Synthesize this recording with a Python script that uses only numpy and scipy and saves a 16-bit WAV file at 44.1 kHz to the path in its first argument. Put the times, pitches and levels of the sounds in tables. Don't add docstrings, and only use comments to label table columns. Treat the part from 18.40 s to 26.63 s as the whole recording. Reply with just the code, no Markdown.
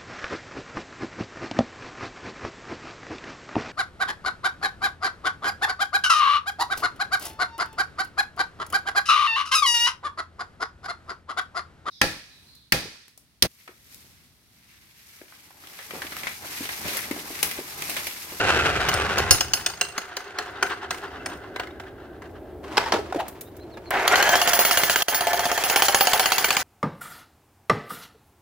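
import sys
import numpy as np
from scipy import signal
from scipy.fft import rfft, irfft, next_fast_len
from scipy.io import wavfile
from scipy.ndimage import map_coordinates

SR = 44100
rng = np.random.default_rng(int(sys.argv[2]) if len(sys.argv) > 2 else 0)


def master(y):
    cut = np.clip(np.atleast_2d(y).T, -1, 1)
    pcm = np.round(cut * 32767)
    wavfile.write(sys.argv[1], SR, pcm.astype(np.int16))


N = 362943
TIME = np.arange(N) / SR
AGE = np.arange(SR // 3) / SR



def amp(db):
    return 10 ** (np.asarray(db) / 20)


def unit(x):
    return x / np.sqrt(np.mean(x ** 2) + 1e-20)


def along(points, hz):
    f, v = np.transpose(points)
    return np.interp(np.log(hz + 1), np.log(f + 1), v)


def at(rows, s):
    times, *cols = np.transpose(rows)
    return [np.interp(s, times, c) for c in cols]


def curves(rows):
    return at(rows, TIME)


def wobble(rate):
    return map_coordinates(rng.standard_normal(int(N * rate / SR) + 4), [TIME * rate])


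def filtered(x, response):
    n = x.shape[-1]
    m = next_fast_len(n + SR // 8)
    return irfft(rfft(x, m) * response(np.fft.rfftfreq(m, 1 / SR)), m)[..., :n]


# pitch_hz, likeness (1 = identical)
LIKENESS = [(400, 0.96), (1400, 0.8), (3100, 0.686), (6500, 0.19), (15000, 0.3)]


def stereo_angle(hz):
    return np.arccos(np.clip(along(LIKENESS, hz), -1, 1))


def noise(gain, size):
    def mid_and_side(hz):
        turn = stereo_angle(hz) / 2
        return gain(hz) * np.array([np.cos(turn), np.sin(turn)])

    mid, side = filtered(rng.standard_normal((2, size)), mid_and_side)
    return unit(np.array([mid + side, mid - side]))


def rush(spectrum, size=len(AGE)):
    return noise(lambda hz: amp(along(spectrum, hz)), size)


def coloured(spectrum, uneven_db, count=110):
    peaks = np.transpose([np.geomspace(300, 16000, count), uneven_db * rng.standard_normal(count)])
    return noise(lambda hz: amp(along(spectrum, hz) + along(peaks, hz)), len(AGE))


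def resonant(peaks, size=len(AGE)):
    def response(f):
        total = 0
        for k, (centre, width, db) in enumerate(peaks):
            total = total + (-1) ** k * amp(db) * 1j * f * width / (centre * centre - f * f + 1j * f * width)
        return abs(total)

    return noise(response, size)


def fade(t60, attack):
    return np.exp(-np.log(1000) * AGE / t60) * (1 - np.exp(-AGE / attack))


def add(track, s, sound):
    part = track[:, round(s * SR):][:, :len(AGE)]
    part += sound[..., :part.shape[1]]


# pitch_hz, level_db
YARD_SPECTRUM = [(25, -20), (75, 3), (180, -10), (370, 4), (500, -7.5), (640, -4.5), (1200, -24.5),
                 (6000, -44.5), (16000, -40)]
# start_s, level_db
YARD_LEVEL = [(.9, -42.5), (1.45, -60.5), (2.25, -44.5), (4, -40.5), (5.5, -42.5), (6, -46.5)]


def yard():
    return amp(curves(YARD_LEVEL)[0] + 2.4 * wobble(3.21)) * rush(YARD_SPECTRUM, N)


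COAST_TURNS_PER_S, DRAG_S, FRICTION_TURNS_PER_S2 = 14.0, 2.9, .9
JOLT_S, JOLT_LOSS_TURNS_PER_S = .907, 1.0


def coast_speed():
    drift = FRICTION_TURNS_PER_S2 * DRAG_S
    speed = (COAST_TURNS_PER_S + drift) * np.exp(-TIME / DRAG_S) - drift
    return np.maximum(speed - JOLT_LOSS_TURNS_PER_S * (TIME > JOLT_S), 0)


# crank_multiple, coasting_db, powered_db
GEAR_TONES = [(98.8, -5, -8), (107.9, 1.5, 0), (186, -8, -21), (200, 0.5, -3)]


def whine(speed, powered, flutter, waver_db):
    turns = np.cumsum(speed * (1 + flutter * wobble(400))) / SR
    tones = 0
    for multiple, coast_db, power_db in GEAR_TONES:
        level_db = (power_db if powered else coast_db) + waver_db * wobble(35)
        tones = tones + amp(level_db) * np.sin(2 * np.pi * multiple * turns)
    return unit(tones)


# start_s, level_db
GRIND_LEVEL = [(0, -21), (.89, -28), (.93, -42), (1.45, -46.5), (2.15, -38), (3.1, -45), (4.2, -61.5)]
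# pitch_hz, level_db
FAST_GEARS = [(200, -17.5), (390, -0.5), (620, -6.5), (740, -1.5), (1020, -7), (1500, 0.5), (2020, -7.5),
              (2610, -6.5), (4000, -13.5), (8500, -25.5), (16000, -41)]
# pitch_hz, level_db
SLOW_GEARS = [(220, -43), (400, 6), (560, -31), (740, -0.5), (1000, -2), (1680, 0.5), (2350, -16.5),
              (2700, -9.5), (3800, -15.5), (14000, -47)]
# pitch_hz, width_hz, level_db
HOUSING = [(394.5, 30, -4.5), (529, 15.3, -6), (723, 29, -0.5), (1393, 88, -5.5), (1556, 78, -4.5),
           (2030, 55, -8.5)]
# pitch_hz, level_db
RUMBLE = [(25, -29), (75, 1), (210, -12.5), (500, -51.5)]
SHAKE_DB, SHAKE_TURNS_PER_S, SHAKE_LOSS_DB = -34.5, 9.2, 7.5


def coasting():
    speed, (grind_db,) = coast_speed(), curves(GRIND_LEVEL)
    fast = np.clip(speed / 10, 0, 1) ** 2
    teeth = unit(amp(3.2 * wobble(450) + 2.4 * wobble(60)))
    rattle = unit(amp(1.5 * wobble(200) + 6.1 * wobble(24.98)))
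    grind = np.sqrt(fast) * teeth * rush(FAST_GEARS, N)
    grind = grind + np.sqrt(1 - fast) * rattle * rush(SLOW_GEARS, N)
    housing = amp(-4.5 - 3.7 * fast) * resonant(HOUSING, N)
    tones = amp(-8.5) * fast * teeth * whine(speed, False, flutter=.014, waver_db=4)
    shake_db = SHAKE_DB - SHAKE_LOSS_DB * np.maximum(SHAKE_TURNS_PER_S - speed, 0)
    running = np.clip((4.6 - TIME) / 0.32, 0, 1)
    return running * (amp(grind_db + 1) * (grind + housing + tones) + amp(shake_db) * rush(RUMBLE, N))


# pitch_hz, loose_db, pressed_db (on concrete), t60_s (at damping 1)
CHISEL_MODES = [(2720, -8, -10, .06), (2850, -11, -7, .08), (4360, -9, -8, .08), (4540, -6, -8, .08),
                (5278, -2, -9, .15), (6240, -8, -14, .08), (6510, -6, -6, .08), (8345, -13, -17, .13),
                (8800, -15, -15, .13), (10330, -15, -6, .3), (11256, -21, -13, .3), (13846, -21, -11, .3),
                (15015, -14, 2, .2)]


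def chisel(pressed, scatter_db, damping, chatter, detune):
    ring = np.zeros((2, len(AGE)))
    clock = AGE + chatter * np.cumsum(rng.standard_normal(len(AGE))) / SR
    for hz, loose_db, pressed_db, t60 in CHISEL_MODES:
        apart = stereo_angle(hz) * rng.standard_normal() * np.array([[.5], [-.5]])
        level_db = (pressed_db if pressed else loose_db) + scatter_db * rng.standard_normal()
        note = hz * (1 + detune * rng.standard_normal())
        wave = np.sin(2 * np.pi * (note * clock + rng.random()) + apart)
        ring += amp(level_db) * fade(t60 / damping, 0.00058) * wave
    return ring


# start_s, level_db, steel_db, damping (divides each mode's t60), rattle_db (after-rattle)
CLANKS = [(0.4888, -4, -11, 5.5, -28), (0.5387, -9, -9.5, 4, -32), (0.7825, -11, -6.5, 3.1, -30),
          (0.9085, 1.5, -4.5, 1.5, -22), (1.0075, -6, -7, 3.6, -36.5), (1.1347, -8, -3, 1.8, -22),
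          (1.262, -6.5, -4.5, 4.4, -28), (1.4116, -7, -4, 6, -28.5), (1.579, -9, -10.5, 5.7, -31.5),
          (1.7676, -9.5, -12.5, 5.9, -34), (1.986, -7, -17, 6.5, -32), (2.2263, 0, -17.5, 5, -35),
          (2.5072, -6, -15, 6.8, -27.5), (2.8598, -11.5, -11.5, 4, -30), (3.1607, -11, -27, 4.5, -41.5),
          (3.1968, -7, -33.5, 5, -46), (3.3985, -17.5, -32, 4.6, -36), (3.82, -22.5, -30, 2.2, -32)]
# pitch_hz, level_db
CLANK_BODY = [(60, -33), (200, -9.5), (800, 2), (1400, 5.5), (2800, -2.5), (9000, -24.5)]
# pitch_hz, level_db
CLANK_TOP = [(1500, -30), (2800, 9), (3600, -2), (4450, 8), (5750, -4.5), (6400, 9), (7500, -6.5),
             (8600, 6), (9700, -18.5), (15500, -9.5)]
REBOUND_S, REBOUND_SPREAD_S = .0115, 0.0011
SLAP_S, SLAP_DB, SLAP_LOSS_DB = .0365, -20, 4.5


def clanks():
    out = np.zeros((2, N))
    for s, db, steel_db, damping, rattle_db in CLANKS:
        thump = coloured(CLANK_BODY, uneven_db=4.0) * fade(0.041, 0.0013)
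        body = amp(-10.0) * (thump + amp(-11.5) * resonant(HOUSING) * fade(0.16, 0.0014))
        ring = chisel(False, scatter_db=1.5, damping=damping, chatter=0.021, detune=0.0026)
        steel = coloured(CLANK_TOP, uneven_db=7.5) * fade(0.032, 0.0018) + amp(-4) * ring
        add(out, s - .0004, amp(db) * (body + amp(steel_db + 3.5) * steel))

        rebound = coloured(CLANK_TOP, uneven_db=1.5) * fade(0.017, 0.0005)
        add(out, s + rng.normal(REBOUND_S, REBOUND_SPREAD_S), amp(db + steel_db - 13) * rebound)

        grains = unit(amp(3.5 * wobble(349) + 4.1 * wobble(70)))[:len(AGE)]
        rattle = grains * noise(lambda hz: (hz + 500) ** -.5, len(AGE)) * fade(0.5, .006)
        add(out, s, amp(db + rattle_db - 5) * rattle)

        for trip in range(3):
            answer = coloured(CLANK_BODY, uneven_db=6.5)
            answer = answer + amp(steel_db + 5) * coloured(CLANK_TOP, uneven_db=8.0)
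            answer_db = db + SLAP_DB - SLAP_LOSS_DB * trip
            add(out, s + (trip + 1) * SLAP_S, amp(answer_db) * answer * fade(0.04, 0.0019))
    jolt = np.array([rush(RUMBLE)[0], rush(RUMBLE)[1]])
    add(out, JOLT_S, amp(-11) * jolt * fade(0.08, .002))
    return out


RATTLES_PER_S, RATTLE_DB = 22, -35.5


def rattles():
    out = np.zeros((2, N))
    start_s, end_s = 1.95, 3.3
    for when, size in rng.random((round(RATTLES_PER_S * (end_s - start_s)), 2)):
        s = start_s + when * (end_s - start_s)
        tap = coloured(SLOW_GEARS, uneven_db=8.5) * fade(0.12, 0.0018)
        add(out, s, amp(RATTLE_DB + 2.8 * size - 9.4 * when) * tap)
    return out


# start_s, pitch_hz, level_db
LAST_TONE = [(2.9, 1780, -66), (3.2, 1720, -56.5), (3.9, 1526, -62)]


def last_tone():
    hz, db = curves(LAST_TONE)
    sounding = (TIME > LAST_TONE[0][0]) & (TIME < LAST_TONE[-1][0])
    tone = np.sin(2 * np.pi * np.cumsum(hz * (1 + .012 * wobble(150))) / SR)
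    return sounding * amp(db + 2.5 * wobble(30)) * tone


# start_s, level_db, pitch_hz (stone), scrape_db, ring_db (steel), t60_s (stone)
KNOCKS = [(4.37, -8.5, 918, -2.5, -2.5, 0.047), (4.376, -5, 833, -5.5, -7, 0.067),
          (4.458, -16, 905, -6, -13.5, 0.13), (4.521, -5.5, 917, -2.5, -7, 0.067),
          (4.535, -6.5, 377, -8.5, -26, .14), (4.584, -17, 418, -14, -20, .17),
          (4.724, -2, 770, -13.5, -42.5, 0.026), (4.746, 0.5, 451, -34.5, -45, 0.023),
          (4.758, -8, 352, -27, -41, 0.073), (5.37, -27, 396, -5, -27, 0.068)]
# pitch_hz, level_db
SCRAPE = [(150, -15), (400, 4), (900, 8.5), (1600, 3), (5000, -10), (15000, -26.5)]
# start_s, level_db
SHUFFLE = [(4.2, -87), (4.235, -45), (4.33, -35.5), (4.4, -27.5), (4.62, -44.5), (4.83, -42), (5.05, -55.5),
           (5.5, -52.5)]


def rubble():
    stones, scrapes = np.zeros((2, 2, N))
    tip = [(2810, 150, -9.0), (3110, 240, -0.5), (4460, 250, -1.5), (5300, 300, -3)]
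    for s, db, hz, scrape_db, ring_db, t60 in KNOCKS:
        hollow = np.sin(2 * np.pi * hz * AGE) + 1.1 * resonant([(hz, 200, 0), (hz * 2.0, 250, -9)])
        add(stones, s, amp(db - 11) * hollow * fade(t60, 0.003))
        scraping = fade(t60 * 0.64, 0.0023) + amp(-22.5) * fade(t60 * 2, .01)
        add(scrapes, s, amp(db + scrape_db + 2.5) * coloured(SCRAPE, uneven_db=4.5) * scraping)
        add(stones, s, amp(db + ring_db) * resonant(tip) * fade(0.03, 0.002))
    shuffle = amp(curves(SHUFFLE)[0]) * (TIME > SHUFFLE[0][0]) * rush(SCRAPE, N)
    grains = unit(amp(2.6 * wobble(900) + 2.7 * wobble(70)))
    return stones + grains * (scrapes + shuffle)


# start_s, pitch_hz, level_db
SLAB = [(4.76, 597, -59.5), (4.778, 693, -32.5), (4.794, 733, -21), (4.806, 873, -23), (4.825, 783, -28),
        (4.87, 740, -55)]
# pitch_hz, level_db
CRACK = [(40, -37), (250, -12), (500, -4), (1400, 0), (3000, -4), (4500, -14), (8000, -24)]
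SLAB_GRATE_S, SLAB_GRATE_DB, SLAB_GRATE_WIDTH_S = 4.804, -28.5, 0.011


def slab():
    hz, db = curves(SLAB)
    note = np.sin(2 * np.pi * np.cumsum(hz * (1 + 0.098 * wobble(500))) / SR) * amp(2 * wobble(250))
    grate = amp(SLAB_GRATE_DB) * np.exp(-((TIME - SLAB_GRATE_S) / SLAB_GRATE_WIDTH_S) ** 2)
    moving = (TIME > SLAB[0][0]) & (TIME < SLAB[-1][0])
    return moving * (amp(db) * note + grate * rush(CRACK, N))


# start_s, level_db
KEY_TICKS = [(4.881, -27), (5.009, -26), (5.1657, -40)]
BRIGHT = [(500, -12.0), (7000, -5.5), (14000, 1.0)]


def keys():
    out = np.zeros((2, N))
    for s, db in KEY_TICKS:
        jingle = resonant([(10600, 40, 0.034), (12000, 40, 0.063), (14220, 430, 2)]) * fade(0.33, 0.00083)
        add(out, s, amp(db) * (rush(BRIGHT) * fade(0.057, .0012) + amp(-23) * jingle))
    return out


# start_s, length_s, start_hz, middle_hz, end_hz, level_db
CHIRPS = [(5.037, 0.072, 3600, 3780, 4040, -56), (5.182, 0.081, 3800, 4090, 4160, -52),
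          (5.3, 0.079, 4500, 4080, 3100, -51), (5.448, .055, 4000, 4300, 3600, -45)]


def bird():
    out = np.zeros((2, N))
    for s, length, start_hz, middle_hz, end_hz, db in CHIRPS:
        progress = np.clip(AGE / length, 0, 1)
        glide = np.polyfit([0, .5, 1], [start_hz, middle_hz, end_hz], 2)
        hz = np.polyval(glide, progress) * (1 + 0.02 * wobble(351)[:len(AGE)])
        add(out, s, amp(db) * np.sin(np.pi * progress) ** 2 * np.sin(2 * np.pi * np.cumsum(hz) / SR))
    return out


def trigger():
    out = np.zeros((2, N))
    add(out, 5.5055, amp(-17.0) * rush(BRIGHT) * fade(0.024, 0.00054))
    return out


# start_s, speed_turns_per_s
CRANK = [(5.5, 4.8), (5.66, 11.3), (5.745, 13.4), (5.79, 14.45), (5.86, 15.4), (5.925, 15.8), (5.99, 16.55),
         (6.15, 17.4), (6.33, 16.11), (6.75, 16.07), (7.24, 16.45), (7.55, 15.99), (8.23, 16.21)]
FIRST_BLOW_S = 5.6775


def crank_turns():
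    turns = np.cumsum(curves(CRANK)[0]) / SR
    return turns - np.interp(FIRST_BLOW_S, TIME, turns)


# start_s, whirr_db, grit_db
DRIVE = [(5.5, -23, -62.5), (5.62, -23, -42.5), (5.7, -19.5, -37), (5.88, -20.5, -31.5),
         (6.05, -25.5, -34.5), (6.6, -31, -32.5), (6.9, -30.5, -39.5), (7.3, -28.5, -36),
         (8.23, -30.5, -38.5)]
# start_s, level_db
WHINE_LEVEL = [(5.58, -48), (5.68, -26), (5.89, -24), (6.05, -35), (8.23, -39)]
# pitch_hz, level_db
WHINE_COLOUR = [(1700, 2), (2300, -5), (2800, -9), (3150, 2)]
# pitch_hz, level_db
MOTOR = [(200, -21), (600, -4), (710, 0.5), (1040, -5), (1450, -5), (2060, -4), (4200, -21.5),
         (16000, -44.5)]
# pitch_hz, level_db
GRIT = [(2000, -15.5), (4300, -1.5), (6700, -1.5), (9300, -10.5), (10800, -5), (12400, -14), (14500, -2.5),
        (16000, -21)]


def motor():
    (speed,), (whirr_db, grit_db), (whine_db,) = curves(CRANK), curves(DRIVE), curves(WHINE_LEVEL)
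    turns, hammers = crank_turns(), TIME > FIRST_BLOW_S
    load = np.cos(2 * np.pi * (turns - .78)) * hammers
    slack = np.exp(40 * (np.cos(2 * np.pi * (turns + .03)) - 1)) * hammers
    whirr = rush(MOTOR, N) + amp(-6) * resonant(HOUSING, N)
    whirr = whirr * unit(amp(1.1 * wobble(400) + 2.64 * wobble(70)))
    tones = whine(speed, True, flutter=0.019, waver_db=3.5)
    tones = filtered(tones, lambda hz: amp(along(WHINE_COLOUR, hz))) * unit(amp(1.5 * wobble(300)))
    grit = rush(GRIT, N) * unit(amp(1.4 * wobble(600) + 4.5 * wobble(65)))
    mix = amp(whirr_db + 2.4 * load) * whirr + amp(whine_db + 4.2 * load) * tones
    mix = mix + amp(grit_db - 1.3 * load + 4.0) * grit
    running = np.clip((TIME - 5.506) / 0.0021, 0, 1)
    return running * amp(-5 * slack) * mix


# start_s, level_db (blow), thud_db, ring_db
BEARING = [(5.68, -5, -18.5, -48), (5.97, -8, -5.5, -23), (6.16, -7.5, -8, -13.5), (6.56, -7, -19.5, -20.5),
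           (6.71, -13, -10, -10.5), (6.86, -12, 4.5, -18.5), (7.17, -11.5, -5, -22.5),
           (7.24, -9.5, -10, -15.5), (7.38, -4, -5.5, -21.5), (7.73, -4.5, -8.5, -19.5),
           (8.17, -5.5, -18.5, -28.5)]
# start_s, pitch_hz
FOOTING = [(7.13, 704), (7.2, 792), (7.62, 792), (7.66, 724), (7.85, 760)]
FOOTING_UPPER_HZ, FOOTING_UPPER_DB = 869, -7
THUD_T60_S = 0.14
THUD_SCATTER_DB, RING_SCATTER_DB = 1, 1.5
THUMP_HZ, THUMP_DB, THUMP_T60_S = 172.3, -30, 0.037
BOUNCE_S, BOUNCE_SPREAD_S, BOUNCE_DB = 0.042, 0.0017, -17.5
CHIP_DB, CHIP_SCATTER_DB = -22, 4


def hammering():
    out = np.zeros((2, N))
    free = np.exp(-(AGE / .05) ** 4)
    turns = crank_turns()
    for s in np.interp(np.arange(round(turns[-1])), turns, TIME):
        scatter_db = rng.standard_normal(3) * [0, THUD_SCATTER_DB, RING_SCATTER_DB]
        db, thud_db, ring_db = at(BEARING, s) + scatter_db
        crack = amp(2.5) * coloured(CRACK, uneven_db=4.5) * fade(0.021, 0.0016)
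        crack = crack + amp(-17.5) * coloured(CRACK, uneven_db=9.5) * fade(0.16, 0.0035)
        chips = coloured(GRIT, uneven_db=8.5) * fade(0.016, 0.0017)

        holder = []
        for hz in (2910, 3270, 4540, 6760):
            holder.append((hz * (1 + 0.02 * rng.standard_normal()), 160, 3 * rng.standard_normal()))
        clatter_fade = fade(0.042, 0.0008) + amp(-8.5) * free * fade(0.15, 0.0065)
        clatter = amp(-12.5) * resonant(holder) * clatter_fade

        note = at(FOOTING, s)[0]
        upper = amp(FOOTING_UPPER_DB) * np.sin(2 * np.pi * FOOTING_UPPER_HZ * AGE)
        tone = np.sin(2 * np.pi * note * AGE) + upper
        thud = amp(thud_db - 4) * tone * fade(THUD_T60_S, 0.00095)
        ring = chisel(True, scatter_db=2.5, damping=0.47, chatter=0.014, detune=0.001)
        ring = ring + amp(-3) * resonant([(10800, 500, -2.0), (15050, 610, -3.0)]) * fade(0.59, .001)
        blow = crack + chips + clatter + thud + amp(ring_db + 2.0) * free * ring
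        add(out, s - .0003, amp(db) * blow)

        rebound = resonant([(note, 350, 0)]) * fade(0.024, .0006)
        add(out, s + rng.normal(REBOUND_S, REBOUND_SPREAD_S), amp(db + thud_db - 3) * rebound)
        add(out, s, amp(THUMP_DB) * np.sin(2 * np.pi * THUMP_HZ * AGE) * fade(THUMP_T60_S, 0.0025))
        bounce = coloured(GRIT, uneven_db=5.5) * fade(0.043, 0.0004)
        add(out, s + rng.normal(BOUNCE_S, BOUNCE_SPREAD_S), amp(db + BOUNCE_DB) * bounce)

        for when in rng.random(size=3):
            chip = (resonant(holder) + coloured(GRIT, uneven_db=8)) * fade(.018, .0003)
            chip_db = db + CHIP_DB + CHIP_SCATTER_DB * rng.standard_normal()
            add(out, s + REBOUND_S + when * .045, amp(chip_db) * chip)
    return out


# pitch_hz, balance_db (left minus right)
NEAR_BALANCE = [(4500, -0.04), (8000, 0), (14000, -5)]


def panned(x):
    return filtered(x, lambda hz: amp(np.outer([.5, -.5], along(NEAR_BALANCE, hz))))


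# start_s, left_lead_us (microseconds)
LEAD = [(0, 87), (1.1, 54), (3.6, 44), (4.4, -33.5), (6.6, -47), (8, -17.5)]


def placed(x):
    lead_s = curves(LEAD)[0] / 10 ** 6
    sides = []
    for channel, side in zip(x, (.5, -.5)):
        sides.append(map_coordinates(channel, [(TIME + side * lead_s) * SR], order=5))
    return np.array(sides)


ECHO_T60_S = 0.34


def walls(x):
    tail = rng.standard_normal((2, len(AGE))) * np.exp(-np.log(1000) * AGE / ECHO_T60_S)
    late = np.pad(x, ((0, 0), (SR // 70, 0)))
    return signal.fftconvolve(late, tail / np.linalg.norm(tail[0]), axes=1)[:, :N]


def scene():
    tool = coasting() + clanks() + rattles() + last_tone() + panned(motor() + hammering())
    work = placed(tool + rubble() + slab() + keys() + trigger()) + bird()
    return work + amp(-12.5) * walls(work) + yard()


# start_s, level_db
DIP = [(6.628, -.5), (6.634, -23), (6.675, -24.5), (6.684, -1.5)]
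TOP_HZ = 15900


def record(dry):
    x = dry * amp(curves(DIP)[0])
    x = x / (1 + x ** 4) ** .25
    return filtered(x, lambda hz: np.clip((TOP_HZ - hz) / 300 + .5, 0, 1))


dry = scene()
out = record(dry)
master(out)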